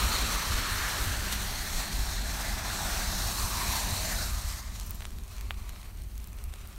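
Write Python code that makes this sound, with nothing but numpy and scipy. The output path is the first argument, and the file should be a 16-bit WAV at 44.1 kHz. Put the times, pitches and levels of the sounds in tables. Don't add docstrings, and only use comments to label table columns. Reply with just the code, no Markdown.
import sys
import numpy as np
from scipy import signal
from scipy.fft import rfft, irfft, next_fast_len
from scipy.io import wavfile
from scipy.ndimage import uniform_filter1d, map_coordinates

SR = 44100
rng = np.random.default_rng(int(sys.argv[2]) if len(sys.argv) > 2 else 0)


def makeup_ratio(level_db):
    decades = np.asarray(level_db, float) / 20
    return 10 ** decades


def waveform_to_disk(signal):
    frames = np.transpose(np.atleast_2d(signal))
    scaled = np.clip(frames, -1, 1) * 32767
    samples = np.round(scaled).astype(np.int16)
    wavfile.write(sys.argv[1], SR, samples)


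N = 298987

# pitch_hz, level_db
EMBER_COLOUR = [(240, -53), (400, 3), (730, 8), (1040, 0), (1780, -21), (3250, -17), (3790, -13),
                (4930, -32), (9270, -8), (10300, -6), (12200, -3), (14500, -1), (15900, -4)]
# time_s, level_db
SIDE_HISSES = [(.25, -54), (.785, -47), (1.063, -52), (1.69, -50), (3.083, -45), (3.268, -47), (3.385, -44),
               (3.455, -46), (3.99, -44), (4.058, -43), (4.15, -45), (6.496, -69), (6.612, -66)]
# pitch_hz, level_db
SIDE_HISS_COLOUR = [(4600, -6), (6200, 0), (7200, -9), (9500, -15), (15900, -15)]
# pitch_hz, width_hz, depth (0-1)
HOUSING_DIPS = [(5010, 140, 0.35), (10400, 320, 0.34)]
# start_s, peak_db
PLATE_PINGS = [
    (4.8614, -34),
    (4.9442, -33),
]
# pitch_hz, level_db, fade_s (time to fall 60 dB)
PLATE_TONES = [(5900, -13, .05), (9370, -5.5, 0.098), (12300, -1.5, 0.082), (12700, -8, .05),
               (15750, -7, .05)]
# start_s, energy_db, brightness (0 low - 2 high), narrowness_db (per part)
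STICK_CRACKS = [(4.5243, -20, 1.0, 14.5), (4.7614, -23, 1.0, 11), (4.7986, -16, 1.35, 9),
                (4.8109, -22, 1.0, 13), (4.8956, -21, 1.95, 9), (4.9077, -11.5, 2.0, 28),
                (4.9558, -20, 1.4, 19), (5.0066, -20, 0.26, 10), (5.021, -22, .05, 8),
                (5.0244, -22, .05, 11), (5.0533, -11.5, .38, 15), (5.0672, -29, 1.95, 8.5),
                (5.1058, -29, 1.1, 6), (5.186, -28, 1.1, 3), (5.3661, -24.5, .8, 15),
                (5.3819, -25, 0.35, 7), (5.4106, -24, 1.5, 1), (5.5077, -7, 0.0082, 31),
                (5.5148, -25, .05, 14), (5.6934, -22.5, 1.4, 2), (5.83, -22.5, .47, 15),
                (6.0203, -23, 1.4, 14), (6.1788, -22.5, 1.5, 7), (6.2424, -24, 1.3, 7),
                (6.2737, -24, 2, 10), (6.3305, -23, 0.62, 15), (6.4399, -20, 1.5, 10),
                (6.5384, -18, 0.56, 13), (6.6737, -18.5, 1.6, 17), (6.7285, -23, 0.49, 21)]
# start_s, energy_db, brightness (0 low - 2 high)
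MORE_CRACKS = [(4.8294, -27, .5), (4.9886, -33, 1.9), (5.0355, -32, 1.9), (5.045, -21, .3),
               (5.118, -27, .4), (5.2364, -27, .9), (5.2796, -26, .8), (5.2941, -32, 1.3),
               (5.5084, -25, 2.0), (5.5427, -26, .5), (5.7611, -23, .2), (5.815, -26, .7),
               (5.8568, -30, .05), (5.9738, -30, 1.3), (6.0367, -29, 1.2), (6.155, -29, .8),
               (6.2024, -31, 1.1), (6.3695, -32, 1.95), (6.3869, -26, 0.54), (6.5589, -31, 1.0),
               (6.6872, -30, 1.9), (6.7614, -28, 1.5)]
# pitch_hz, level_db
RUMBLE_COLOUR = [(8, -35), (15, -7.5), (28, -5.5), (40, -0.5), (49, 1), (62, -4.5), (78, -9.5), (97, -11),
                 (110, -20), (135, -22.5), (170, -50)]
# pitch_hz, level_db
FLUTTER_COLOUR = [(71, -17), (120, -2.5), (202, 2.5), (307, -10), (387, -6.5), (453, -16.5), (480, -16.5),
                  (620, -21.5), (1060, -120)]
# time_s,
# change_db
GAS_PUFFS = [(.05, 5.5), (.3, -1), (.43, -6), (.55, 5.5), (.67, -3), (.74, 4.5), (.91, -7), (1.07, 6),
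             (1.64, 2), (1.69, -5.5), (1.77, 5.5), (1.84, -6), (2.0, 5.5), (2.38, -5), (2.53, 4.5),
             (2.62, -2), (3.14, 1.5), (3.25, 3.5), (3.44, 5), (3.7, 5), (3.79, -3), (3.93, 8.5), (4.2, 3),
             (4.33, 2), (5.12, 2), (5.27, -4), (5.5, 3), (6.01, 2.5), (6.5, 4), (6.56, -6)]
# pitch_hz, level_db
ROAR_COLOUR = [(260, -6), (450, -5.5), (535, -5), (625, -0.5), (882, -1), (1070, -1), (1690, -2.5),
               (1920, -2), (3200, -5), (4160, -20.5), (7040, -120)]
# pitch_hz, level_db
FIZZ_COLOUR = [(1820, -49), (3100, -9), (4160, -0.5), (4510, -3), (4970, -5), (5950, -3.5), (7800, -8),
               (10100, -18), (17200, -120)]
# pitch_hz, level_db
AIR_COLOUR = [(4530, -22), (7700, -7.5), (8590, -2), (10300, -6.5), (11400, -3.5), (13100, -5), (15100, -9),
              (15900, -11)]
# time_s, burning_db, jet_depth_db
BURNING = [(0, -35.5, 2), (.45, -38, 1.5), (.85, -38.5, 2.5), (1.25, -39.5, 1), (1.6, -40, 0),
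           (2.2, -40, -1.5), (2.6, -39.5, 0.5), (2.9, -37, 0), (3.4, -37, -1.5), (4.05, -36.5, -1),
           (4.24, -38, -4), (4.4, -47.5, -1), (4.66, -54.5, 0.5), (4.95, -54, -0.5), (5.2, -58.5, 0.5),
           (5.75, -59.5, 3), (6.1, -63, 2), (6.78, -60.5, 3.5)]
# time_s, change_db, length_s
HEAD_FLARES = [(.13, 1.3, 0.077), (.26, 0.5, 0.028), (.33, 2.5, 0.019), (.58, 1.5, 0.074),
               (.67, -2.5, 0.046), (.91, 2, .015), (1.04, 0.5, 0.065), (1.33, 6, 0.0081),
               (1.55, -2.5, 0.028), (1.78, 5, 0.03), (1.9, -3, .015), (2.22, -1.5, 0.037), (2.45, 0.5, .06),
               (2.6, -2.5, 0.038), (2.82, 0.5, 0.041), (3.09, -1.5, 0.037), (3.41, 1.5, 0.041),
               (3.79, 3, 0.048), (3.84, -2.5, 0.045), (4.04, 0.5, 0.02), (4.385, 1, .015), (4.52, 7, 0.096),
               (4.6, 4, 0.012), (4.68, 2, .03), (4.78, 6, 0.03), (4.85, 3, .02), (5.34, 4, 0.024),
               (5.6, 1, 0.025), (5.7, 2.5, 0.023)]
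# time_s, change_db, length_s
JET_SWINGS = [
    (.25, -1.5, .06),
    (.73, 4, .025),
    (1.04, 3, .03),
    (1.55, 1.5, .14),
    (1.78, -2.5, 0.034),
    (2.2, -2.5, .1),
    (2.75, -1.5, 0.18),
    (3.6, 1, 0.27),
    (4.31, 2, 0.033),
    (4.7, -3, .06),
]
# start_s, end_s, from_hz, to_hz, lift_db
SLIDING_ECHOES = [(-.5, 1.3, 1200, 1280, 4.5), (.3, 1.5, 1780, 1550, 5.5), (-.5, 1.5, 700, 750, -4),
                  (1.3, 3.1, 1900, 1500, 4.5), (1.9, 3.3, 820, 690, 3), (.7, 4.7, 460, 450, -4),
                  (3.25, 4.0, 1120, 980, 8), (3.0, 3.6, 2600, 1850, -6), (3.98, 4.4, 2000, 1250, 6),
                  (4.2, 5.0, 1150, 1120, 6), (4.3, 4.75, 1800, 1950, 5), (5.0, 6.0, 1180, 1080, 5),
                  (5.15, 5.95, 2450, 2350, 5), (6.2, 6.9, 1100, 1300, 5.5), (6.2, 6.7, 2500, 2600, 5),
                  (1.4, 4.9, 2950, 3300, -5), (3.5, 3.95, 1620, 1600, 3), (4.4, 4.95, 4300, 4200, -2.5),
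                  (-.5, 1.2, 4200, 4150, 2.5), (3.7, 5.0, 360, 360, -4), (3.9, 4.35, 620, 600, 4),
                  (3.55, 3.8, 2400, 2100, 3), (3.6, 4.2, 1350, 1200, -4), (3.75, 4.05, 2200, 1900, -3.5)]

EMBERS_DB = -65
MORE_CRACKS_NARROW_DB = 14
SPLIT_MS, LONGEST_MS = 0.9, 1.8
SPLIT_GROWS, SPLIT_BRIGHT_DB = .3, -5.5
FULL_DB = -38
RUMBLE_DB, RUMBLE_GROWS = -35.5, 0.15
FLUTTER_DB, FLUTTER_GROWS = -46, 0.48
RUMBLE_LAG_S = 0.18
THROB_HZ, THROB_GROWS = 61.5, 0.13
PUFF_S, PUFF_FLUTTER = 0.026, 0.35
FLARE_ROAR, FLARE_AIR = 0.46, 1.26
AIR_DB, AIR_GROWS = -43, 1.12
SAP_DB = -66
DYING_SPUTTER = 0.034
ECHO_WIDTH_HZ = 135
TOP_HZ = 15770


def unit(x):
    return x / np.sqrt(np.mean(x ** 2) + 1e-20)


def along(points, hz):
    f, v = np.transpose(points)
    return np.interp(np.log(hz + 1), np.log(f + 1), v, left=-120, right=-120)


def curves(rows, t):
    s, *cols = np.transpose(rows)
    return [np.interp(t, s, c) for c in cols]


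def swells(rows):
    t = np.arange(0, N / SR, .002)
    bumps = sum(db * np.exp(-.5 * ((t - s) / long) ** 2) for s, db, long in rows)
    return np.interp(np.arange(N) / SR, t, bumps)


def wobble(rate):
    knots = rng.standard_normal(int(N * rate / SR) + 4)
    return map_coordinates(knots, [np.arange(N) * rate / SR])


def filtered(x, response):
    m = next_fast_len(x.shape[-1] + min(x.shape[-1], 8192))
    return irfft(rfft(x, m) * response(np.fft.rfftfreq(m, 1 / SR)), m)[..., :x.shape[-1]]


def band(lo_hz, hi_hz):
    return lambda hz: 1 / np.sqrt((1 + (lo_hz / (hz + 1)) ** 6) * (1 + (hz / hi_hz) ** 16))


def echo_gain(hz, t):
    db = np.zeros((len(hz), len(t)))
    for start, end, from_hz, to_hz, lift_db in SLIDING_ECHOES:
        on = slice(*np.searchsorted(t, [start, end]))
        near = slice(*np.searchsorted(hz[:, 0], [from_hz / 3, from_hz * 2]))
        u = (t[on] - start) / (end - start)
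        width = ECHO_WIDTH_HZ * np.sqrt(from_hz / 1000)
        centre = from_hz + (to_hz - from_hz) * u
        bump = np.exp(-.5 * ((hz[near] - centre) / width) ** 2)
        db[near, on] += lift_db * np.sqrt(abs(np.sin(np.pi * u))) * bump
    return makeup_ratio(db)


def jets(spectrum, patchy_db):
    hz, t, z = signal.stft(rng.standard_normal(N + 512), SR, nperseg=512)
    field = rng.standard_normal(z.shape)
    for _ in range(2):
        field = uniform_filter1d(field, size=5, axis=0)
        field = uniform_filter1d(field, size=11, axis=1)
    z = z * makeup_ratio(patchy_db * unit(field)) * echo_gain(hz[:, None], t)
    x = signal.istft(z, SR, nperseg=512)[1][:N]
    return unit(filtered(x, lambda hz: makeup_ratio(along(spectrum, hz))))


def side_hiss():
    gate, swell = np.zeros(N), np.hanning(2048)
    for s, db in SIDE_HISSES:
        gate[round(s * SR) - len(swell) // 2:][:len(swell)] += makeup_ratio(db - 1.5) * swell
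    colour = lambda hz: makeup_ratio(along(SIDE_HISS_COLOUR, hz)) * (hz > 4600)
    noise = unit(filtered(rng.standard_normal(N), colour))
    return gate * noise * [[1], [-1]]


def embers():
    return makeup_ratio(EMBERS_DB + 0.7 * wobble(27)) * jets(EMBER_COLOUR, patchy_db=2.5)


def plate():
    out, t = np.zeros(N), np.arange(SR // 10) / SR
    for s, peak_db in PLATE_PINGS:
        ring = np.zeros(len(t))
        for hz, level, t60 in PLATE_TONES:
            fading = makeup_ratio(level + rng.normal(0, 2) - 60 * t / t60)
            ring += fading * np.sin(2 * np.pi * hz * t)
        out[round(s * SR):][:len(t)] += makeup_ratio(peak_db - 9) * ring * (1 - np.exp(-t / .001))
    return out


def ticks(count):
    when, pitch, size = rng.random((count, 3)).T
    hz, t = 2500 * 6.0 ** pitch[:, None], np.arange(48) / SR
    level = makeup_ratio(-55 - 4.7 * np.log(size + .03))[:, None]
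    grains = level * np.sin(2 * np.pi * hz * t) * np.exp(-hz * t / 1.3)
    where = (when * N).astype(int)[:, None] + np.arange(len(t))
    return np.bincount(where.ravel(), grains.ravel(), N + len(t))[:N]


def cracks():
    out, t = np.zeros(N + SR), np.arange(512) / SR
    parts = [(band(600, 3700), .02), (band(4100, 10500), .55), (band(11300, 16800), .45)]
    splits = STICK_CRACKS + [(*row, MORE_CRACKS_NARROW_DB) for row in MORE_CRACKS]
    chance = rng.standard_normal((len(splits), len(parts), len(t)))
    for (s, energy_db, bright, narrow_db), noises in zip(splits, chance):
        longer_db = SPLIT_GROWS * (energy_db + 30) + SPLIT_BRIGHT_DB * (bright - 1)
        ms = min(LONGEST_MS, SPLIT_MS * makeup_ratio(longer_db))
        levels_db = energy_db - narrow_db * abs(np.arange(len(parts)) - bright)
        for (response, splinters), db, noise in zip(parts, levels_db, noises):
            tail = np.exp(-t / (0.00077 * max(ms, .2))) * (1 - np.exp(-t / .0001))
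            burst = splinters * ms * noise * tail
            burst[4 + int(6 * abs(noise[0]))] += np.sign(noise[1])
            part = filtered(np.pad(burst, (64, 0)), response)
            out[round(s * SR) - 64:][:len(part)] += makeup_ratio(db) * part / np.linalg.norm(part)
    return out[:N]


def flame():
    t = np.arange(N) / SR
    blaze_db = curves(BURNING, t)[0] - FULL_DB
    size_db = curves(BURNING, t - RUMBLE_LAG_S)[0] - FULL_DB
    puff_db = swells([(s, db, PUFF_S) for s, db in GAS_PUFFS])
    rumble = unit(filtered(rng.standard_normal(N), lambda hz: makeup_ratio(along(RUMBLE_COLOUR, hz))))
    flutter = jets(FLUTTER_COLOUR, patchy_db=-0.5)
    flutter_db = FLUTTER_DB + FLUTTER_GROWS * blaze_db + PUFF_FLUTTER * puff_db
    throb = filtered(rumble, lambda hz: 1 / (1 + (THROB_HZ / (hz + 1)) ** 6))
    rumble = rumble - throb + makeup_ratio(2.5 + THROB_GROWS * size_db) * throb
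    rumble_db = RUMBLE_DB + RUMBLE_GROWS * size_db + puff_db
    return makeup_ratio(rumble_db) * rumble + makeup_ratio(flutter_db + 0.51 * wobble(12)) * flutter


def heads():
    burn_db, depth_db = curves(BURNING, np.arange(N) / SR)
    flare_db = swells(HEAD_FLARES)
    roar_db = burn_db + depth_db + FLARE_ROAR * flare_db
    fizz_db = burn_db + flare_db
    air_db = AIR_DB + AIR_GROWS * (burn_db - FULL_DB) + FLARE_AIR * flare_db + swells(JET_SWINGS)
    sputter = 0.66 * wobble(18) + 1.1 * wobble(70) + 0.52 * wobble(300)
    sputter = sputter * (1 + DYING_SPUTTER * np.clip(FULL_DB - burn_db, 0, None))
    roar = makeup_ratio(roar_db + .5 * sputter) * jets(ROAR_COLOUR, patchy_db=1.0)
    fizz = makeup_ratio(fizz_db + 0.65 * sputter) * jets(FIZZ_COLOUR, patchy_db=1.42)
    air_level = (makeup_ratio(air_db) + makeup_ratio(SAP_DB)) * makeup_ratio(0.48 * sputter + 0.53 * wobble(150))
    air = air_level * jets(AIR_COLOUR, patchy_db=0.0)
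    return roar + fizz + air


def scene():
    fire = embers() + plate() + ticks(count=700) + cracks() + flame() + heads()
    return np.array([fire, fire])


def roll_off(x):
    return signal.sosfilt(signal.butter(12, 16860, fs=SR, output="sos"), x)


def housing(hz):
    dips = [1 - np.clip(d, 0, 1) / (1 + (2 * (hz - c) / w) ** 2) for c, w, d in HOUSING_DIPS]
    return np.prod(dips, axis=0)


def record(dry):
    heard = filtered(dry + side_hiss(), lambda hz: housing(hz) * (hz < 16750))
    top = filtered(heard, lambda hz: hz >= TOP_HZ)
    quick, slow = (uniform_filter1d(top ** 2, size=n, axis=1) for n in (128, 8192))
    sharp = uniform_filter1d(1.0 * (quick > 30 * slow), size=128, axis=1)
    mix = heard - top * (1 - makeup_ratio(-4) * sharp)
    return roll_off(mix)


dry = scene()
out = record(dry)
waveform_to_disk(out)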